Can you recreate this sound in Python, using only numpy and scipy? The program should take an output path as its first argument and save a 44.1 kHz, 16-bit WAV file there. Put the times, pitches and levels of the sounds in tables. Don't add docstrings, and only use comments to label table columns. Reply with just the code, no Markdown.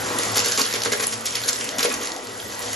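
import sys
import numpy as np
from scipy import signal
from scipy.fft import rfft, irfft, next_fast_len
from scipy.io import wavfile
from scipy.ndimage import uniform_filter1d

SR = 44100
rng = np.random.default_rng(int(sys.argv[2]) if len(sys.argv) > 2 else 0)


def linear_from_db(decibels):
    return 10 ** (np.asarray(decibels, float) / 20)


def transcribe(u):
    v = np.clip(np.atleast_2d(u).T, -1, 1)
    q = np.round(v * 32767).astype(np.int16)
    wavfile.write(sys.argv[1], SR, q)


N = 121275

# start_s, suction_db, rug_rumble_db
AIR_FLOW = [(0, -31.5, -33), (.3, -29.5, -33), (.6, -29.5, -39.5), (1, -31, -40), (1.2, -36.5, -40),
            (1.45, -32, -40.5), (1.95, -36, -37), (2.2, -40.5, -39.5), (2.35, -38, -40.5), (2.55, -38, -39),
            (2.75, -33.5, -37)]


def unit(x):
    return x / np.sqrt(np.mean(x ** 2))


def curve(table, order):
    rows = np.array(table)
    return np.interp(np.arange(N) / SR, rows[:, 0], rows[:, order])


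def over_hz(table, hz, order=1):
    rows = np.array(table)
    return np.interp(np.log(hz + 1), np.log(rows[:, 0]), rows[:, order])


def walk(rate_hz):
    hold = int(SR / rate_hz)
    steps = np.repeat(rng.standard_normal(N // hold + 1), hold)
    smooth = uniform_filter1d(uniform_filter1d(steps, hold), hold)
    return unit(smooth[:N])


def band(x, hz, width_hz):
    return signal.lfilter(*signal.iirpeak(min(hz, SR / 3), hz / width_hz, SR), x)


def ring(x, modes):
    out = 0
    for hz, db, t60_s in modes:
        pole = np.exp(2j * np.pi * hz / SR - np.log(1000) / (max(t60_s, .003) * SR))
        out = out + linear_from_db(db) * signal.lfilter([1], [1, -pole], x).imag
    return out


def add_hit(out, start_s, hit):
    first = int(start_s * SR)
    out[first:first + len(hit)] += hit


def crumbs():
    # start_s, peak_db, colour_hz
    crumb_hits = [(0.188, -11, 3800), (0.2332, -6, 5750), (0.3468, -10, 6477), (0.361, -28, 4340),
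                  (0.3712, -3.5, 5900), (0.3924, 0, 5760), (0.402, -5, 6630), (0.459, -1.5, 6700),
                  (0.52, -3.5, 5890), (0.575, -9, 4960), (0.616, -1, 4540), (0.7094, -13, 4603),
                  (0.7265, -7, 2010), (0.7378, -4.5, 5770), (0.8186, -7.5, 4930), (0.835, -5, 5900),
                  (0.8579, -6, 2150), (0.9194, -4.5, 2030), (0.9946, -20, 7230), (1.0244, -8, 2200),
                  (1.1336, -13, 6020),
                  (1.259, -18, 6590), (1.2705, -28, 7210), (1.3533, -5, 5340), (1.4163, -12.5, 6210),
            (1.4364, -9.5, 4070), (1.4818, -5, 6400), (1.53, -5.5, 6460), (1.6095, -10.5, 3133),
            (1.69, -8, 6100), (1.7846, -6, 6084), (1.8285, -5.5, 4700), (1.901, -8, 2540),
            (1.924, -16, 6860), (1.941, -5.5, 6070), (2.023, -19, 3290), (2.072, -9.5, 4300),
            (2.1185, -11, 5800), (2.163, -14.5, 6800), (2.4005, -15, 3360),
                  (0.0662, -16, 5050), (0.1975, -11, 1940), (0.381, -3.5, 5000), (0.446, -8, 6000),
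             (0.477, -18, 4200), (0.588, -13, 3000), (0.8033, -15, 5670), (1.113, -21, 5850),
             (1.307, -14.5, 5950), (1.3314, -14, 5910), (1.4852, -10, 4620), (1.559, -13, 5500),
             (1.5848, -22, 7000), (1.6446, -20, 6860), (1.795, -14, 4500), (1.807, -9, 5500),
             (1.848, -8.5, 3970), (1.857, -6.5, 3500), (2.014, -21, 4240), (2.0336, -18, 7140),
             (2.057, -12, 6620), (2.2706, -17, 4490), (2.5213, -17, 6360), (2.5451, -18.5, 5894),
             (2.5917, -18, 1570), (2.7303, -12, 7000)]
    out, t = np.zeros(N + 1024), np.arange(1024) / SR
    for start_s, db, hz in crumb_hits:
        tick = rng.standard_normal(len(t)) * np.exp(-t / 0.002) * np.clip(t / 0.00068, 0, 1)
        hit = band(tick, hz, hz / 5.6)
        hit = hit + 0.45 * band(tick, 5100, 6000) + 0.16 * band(tick, 10400, 5000)
        add_hit(out, start_s, linear_from_db(db - 4) * hit / np.abs(hit).max())
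    return out[:N]


def specks():
    # start_s, peak_db
    speck_hits = [(0.067, -27), (0.187, -9), (0.235, -16), (0.251, -19), (0.349, -30), (0.374, -23),
                  (0.598, -14), (0.615, -12.5), (0.664, -16), (0.7045, -24), (0.712, -23), (0.9252, -17),
                  (1.069, -9.5), (1.079, -10.5), (1.209, -20), (1.2773, -33), (1.3566, -16), (1.48, -11.5),
                  (1.49, -7), (1.5656, -20), (1.589, -21), (1.644, -16.5), (1.785, -22), (1.8063, -20),
                  (1.8293, -16), (1.845, -12), (1.855, -13), (1.9257, -19), (2.034, -22), (2.056, -20),
                  (2.593, -21), (2.732, -18.5), (2.74, -24)]
    speck_hz, width_hz, decay_s = 9300, 2800, 0.001
    out, t = np.zeros(N + 256), np.arange(256) / SR
    for start_s, db in speck_hits:
        click = rng.standard_normal(len(t)) * np.exp(-t / decay_s)
        hit = band(band(click, speck_hz, width_hz), speck_hz, width_hz)
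        add_hit(out, start_s, linear_from_db(db + 4) * hit / np.abs(hit).max())
    return out[:N]


def grains(per_s, spread_db, smear_s):
    sizes_db = spread_db * np.minimum(rng.exponential(size=N), 3)
    hits = (rng.random(N) < per_s / SR) * linear_from_db(sizes_db)
    envelope = signal.lfilter([1], [1, -np.exp(-1 / (smear_s * SR))], hits)
    return unit(envelope * rng.standard_normal(N))


def duct(per_s, dull_db):
    # pitch_hz, level_db
    parts = [(1300, dull_db), (2300, dull_db), (3400, -5.5), (4600, -2),
             (5900, -1.5), (7200, 2.5), (9000, 0.0), (11000, -3.5)]
    return sum(linear_from_db(db) * unit(band(grains(per_s, 1.7, .0015), hz, hz / 3)) for hz, db in parts) / 2


def grit():
    # start_s, length_s, level_db, dullness_db
    swallowed = [(0.184, 0.12, -32.5, -8), (0.352, 0.065, -23, -4.5), (0.433, 0.088, -25.5, -19),
                 (0.508, 0.076, -30.5, -12), (0.573, 0.058, -22, -2.5), (0.647, 0.027, -26.5, -24),
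                 (0.735, 0.037, -28, 1), (0.844, 0.041, -27.5, -1.5), (0.918, 0.033, -25, -1.5),
                 (1.025, 0.03, -24, -4), (1.119, 0.033, -28, -10), (1.254, 0.036, -24, -21),
                 (1.346, 0.043, -27, -12), (0.994, 0.022, -28, 0.5), (1.477, 0.03, -20.5, -14.5),
                 (1.513, 0.074, -37.5, -3.5), (1.599, 0.033, -36, 6.5), (1.78, 0.049, -24, -3.5),
                 (1.826, 0.047, -23.5, -5.5), (1.904, 0.062, -34.5, 5), (2.007, 0.12, -34, -4)]
    grit_per_s, rattle_per_s = 390, 300
    t, bright, dull = np.arange(N) / SR, 0, 0
    for start_s, length_s, db, dull_db in swallowed:
        rise = np.clip((t - start_s) / 0.0057, 0, 1)
        late_s = np.maximum(t - start_s - length_s / 2, 0)
        swell = linear_from_db(db) * rise * np.exp(-late_s ** 2 / (0.37 * length_s) ** 2)
        bright = bright + swell
        dull = dull + swell * linear_from_db(dull_db)
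    fine = linear_from_db(curve(AIR_FLOW, order=1) - 3 + 2 * walk(12))
    body_hz = (1086, 1420, 1800, 2550)
    body = sum(unit(band(grains(rattle_per_s, 3.4, 0.0014), hz, hz / 2.0)) for hz in body_hz) / 2.49
    return fine * duct(grit_per_s, -14) + bright * duct(rattle_per_s, -7.0) + dull * body


def knocks():
    # start_s, peak_db, struck_part_hz
    thuds = [(0.194, -22.5, 520), (0.277, -35, 560), (0.369, -22, 417), (0.394, -29, 477),
             (0.461, -22, 482), (0.583, -19, 353), (0.611, -21, 238), (0.74, -22, 412), (0.859, -19.5, 430),
             (0.87, -19, 443), (0.921, -19, 457), (0.933, -22, 540), (0.997, -25, 440), (1.025, -25, 447),
             (1.458, -30, 430), (1.602, -30, 430), (1.785, -23.5, 264.7), (1.83, -25, 418),
             (1.849, -15, 493), (1.899, -24.5, 270), (2.005, -26.5, 490), (2.291, -31, 630),
             (2.45, -35, 544)]
    # pitch_hz, level_db, t60_s
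    head_modes = [(241.5, -8.5, 0.093), (286, -5.5, 0.097), (337, -13, 0.047), (432, -2.5, 0.11),
                  (479.5, -3, 0.094), (563.5, -0.5, 0.061), (630, -8, 0.067)]
    out = np.zeros(N + 8192)
    push = np.pad(np.hanning(32) / 16, (0, 8160))
    for start_s, db, hz in thuds:
        add_hit(out, start_s, linear_from_db(db - 1) * band(ring(push, head_modes), hz, hz / 2.6))
    return out[:N]


def motor():
    # start_s, pitch_hz, hum_db, octave_db
    brush_roll = [(0, 110.1, -44, -56), (.17, 107.6, -41, -45), (.21, 107.4, -48, -52),
                  (.33, 108.7, -34.5, -48), (.5, 108.6, -45.5, -57), (.63, 111.1, -54, -43),
                  (.75, 112.4, -47, -47.5), (1.24, 113.1, -44, -44.5), (1.36, 114.3, -46, -59),
                  (1.64, 116.9, -45, -45), (1.7, 110.4, -60, -50), (1.76, 109.7, -45, -45),
                  (1.9, 111.2, -59, -48), (2.15, 109.9, -70, -54.5), (2.3, 108.5, -52.5, -51.5),
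                  (2.75, 108.3, -44, -47)]
    # pitch_hz, width_hz, level_db
    fan_lines = [(262.8, 30, -54.5), (485, 94, -48.5), (628.6, 31, -56), (1944, 68, -49), (5030, 33, -61)]
    turn_hz = curve(brush_roll, order=1) * (1 + 0.004 * walk(19.6))
    phase = 2 * np.pi * np.cumsum(turn_hz) / SR
    hum = linear_from_db(curve(brush_roll, order=2) + 3.0 * walk(22)) * np.sin(phase)
    octave = linear_from_db(curve(brush_roll, order=3) + 1.1 * walk(9.4)) * np.sin(2 * phase)
    fan = 0
    for hz, width_hz, db in fan_lines:
        line = unit(band(band(rng.standard_normal(N), hz, width_hz), hz, width_hz))
        fan = fan + linear_from_db(db + curve(AIR_FLOW, order=2) + 37.5) * line
    return np.sqrt(2) * (hum + octave + fan)


def rush(colour, flicker_db):
    hz, out = np.arange(N // 2 + 1) * SR / N, 0
    for centre_hz in 25 * 2 ** (np.arange(28) / 3):
        overlap = np.maximum(1 - 3 * np.abs(np.log2((hz + 1) / centre_hz)), 0) ** .5
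        shape = overlap * linear_from_db(over_hz(colour, hz))
        noise = irfft(rfft(rng.standard_normal(N)) * shape, N)
        out = out + noise * linear_from_db(flicker_db * walk(14))
    return unit(out)


def moving_air():
    # pitch_hz, level_db
    hiss_colour = [(700, -13), (1500, 4.5), (2600, -1), (4500, -3.5), (6500, -7), (8500, 3.5), (11000, -8),
                   (12500, 0)]
    # pitch_hz, level_db
    rumble_colour = [(30, -20), (70, -8.5), (180, -7), (270, -1), (480, -3.5), (800, -2), (1300, -7.5),
                     (2200, -17)]
    hiss, rumble = rush(hiss_colour, 3.5), rush(rumble_colour, 3.56)
    hiss_gain = linear_from_db(curve(AIR_FLOW, order=1))
    rumble_gain = linear_from_db(curve(AIR_FLOW, order=2) + 2.0)
    lags = (0, N // 3, 2 * N // 3)
    return [np.roll(hiss, lag) * hiss_gain + np.roll(rumble, lag) * rumble_gain for lag in lags]


def scene():
    # pitch_hz, left_lead_rad, left_right_db, room_share_db
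    mic_ports = [(111, .25, 0, -13), (476, 0.5, 3, -1), (1390, 1.43, 1.8, -3), (3000, 0.39, -3.5, -2.5),
                 (7050, 0.5, -1, -5), (8430, 4, 2.5, -4.5), (9930, 4, -0.5, -4.5), (11230, 6, 1, -17)]
    room_t60_s = 0.26
    air = moving_air()
    size = next_fast_len(N + SR)
    hz = np.arange(size // 2 + 1) * SR / size
    parts = rfft(motor() + grit() + crumbs() + specks() + knocks(), size)
    t = np.arange(SR // 2) / SR
    tail = rng.standard_normal((2, len(t))) * linear_from_db(-60 * t / room_t60_s) * np.clip(t / 0.0041, 0, 1)
    tail = tail / np.sqrt(np.sum(tail ** 2, axis=1, keepdims=True))
    walls = rfft(tail, size) * parts + rfft(air[1:], size)
    side = np.array([[.5], [-.5]])
    shadow = linear_from_db(side * over_hz(mic_ports, hz, order=2))
    lag = np.exp(1j * side * over_hz(mic_ports, hz))
    direct = parts + rfft(air[0], size)
    heard = direct + walls * linear_from_db(over_hz(mic_ports, hz, order=3))
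    return irfft(shadow * lag * heard, size)[:, :N]


def joint_stereo(dry):
    # start_s, end_s
    plain_spans = [(.168, .198), (.205, .25), (1.07, 1.108), (1.33, 1.375), (1.478, 1.496), (1.633, 1.665),
                   (1.773, 1.806), (1.913, 1.946), (2.262, 2.285), (2.31, 2.36), (2.398, 2.41),
                   (2.586, 2.63)]
    gap_from_hz, gap_to_hz, joint_from_hz, top_hz, step_hz = 7750, 10250, 3430, 11700, 345
    side_drop_db, scatter_db = 7, 3
    frame = dict(fs=SR, window=signal.windows.kaiser_bessel_derived(2048, 4 * np.pi),
                 nperseg=2048, noverlap=1024)
    lead = 117
    mid_side = np.pad([dry[0] + dry[1], dry[0] - dry[1]], ((0, 0), (lead, 0))) / 2
    hz, t, spec = signal.stft(mid_side, **frame)

    def flutter(size):
        return np.round(unit(uniform_filter1d(rng.standard_normal(len(t)), size=size)))

    keep, col = np.ones(spec.shape), hz[:, None]
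    for low_hz in np.arange(joint_from_hz, 13000, step_hz):
        rows = (hz >= low_hz) & (hz < low_hz + step_hz)
        db = 10 * np.log10(np.sum(np.abs(spec[:, rows]) ** 2, axis=1) + 1e-18)
        strong = db[0] - db[1] + scatter_db * flutter(size=3) < side_drop_db
        keep[1, rows] = strong & (rng.random(len(t)) > .1)
    below_gap = col < gap_from_hz + 260 * flutter(size=1)
    above_gap = col > gap_to_hz + step_hz * flutter(size=1)
    keep[0] = below_gap | above_gap
    keep[1] *= col < gap_to_hz + 200 + step_hz * flutter(size=2)
    top = col < top_hz + 240 * flutter(size=1)
    joined = signal.istft(spec * (keep * top), **frame)[1][:, lead:N + lead]
    plain = signal.istft(spec * (col < top_hz + 500), **frame)[1][:, lead:N + lead]
    gate, now = 0, np.arange(N) / SR
    for start_s, end_s in plain_spans:
        fade = np.clip(np.minimum(now - start_s, end_s - now) / .012, 0, 1)
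        gate = gate + .3 * np.sin(np.pi / 2 * fade) ** 2
    mid, side = joined + gate * (plain - joined)
    return np.array([mid + side, mid - side])


def roll_off(x):
    return signal.sosfilt(signal.butter(12, 13070, fs=SR, output="sos"), x)


def record(dry):
    mix = joint_stereo(dry)
    return roll_off(mix)


dry = scene()
out = record(dry)
transcribe(out)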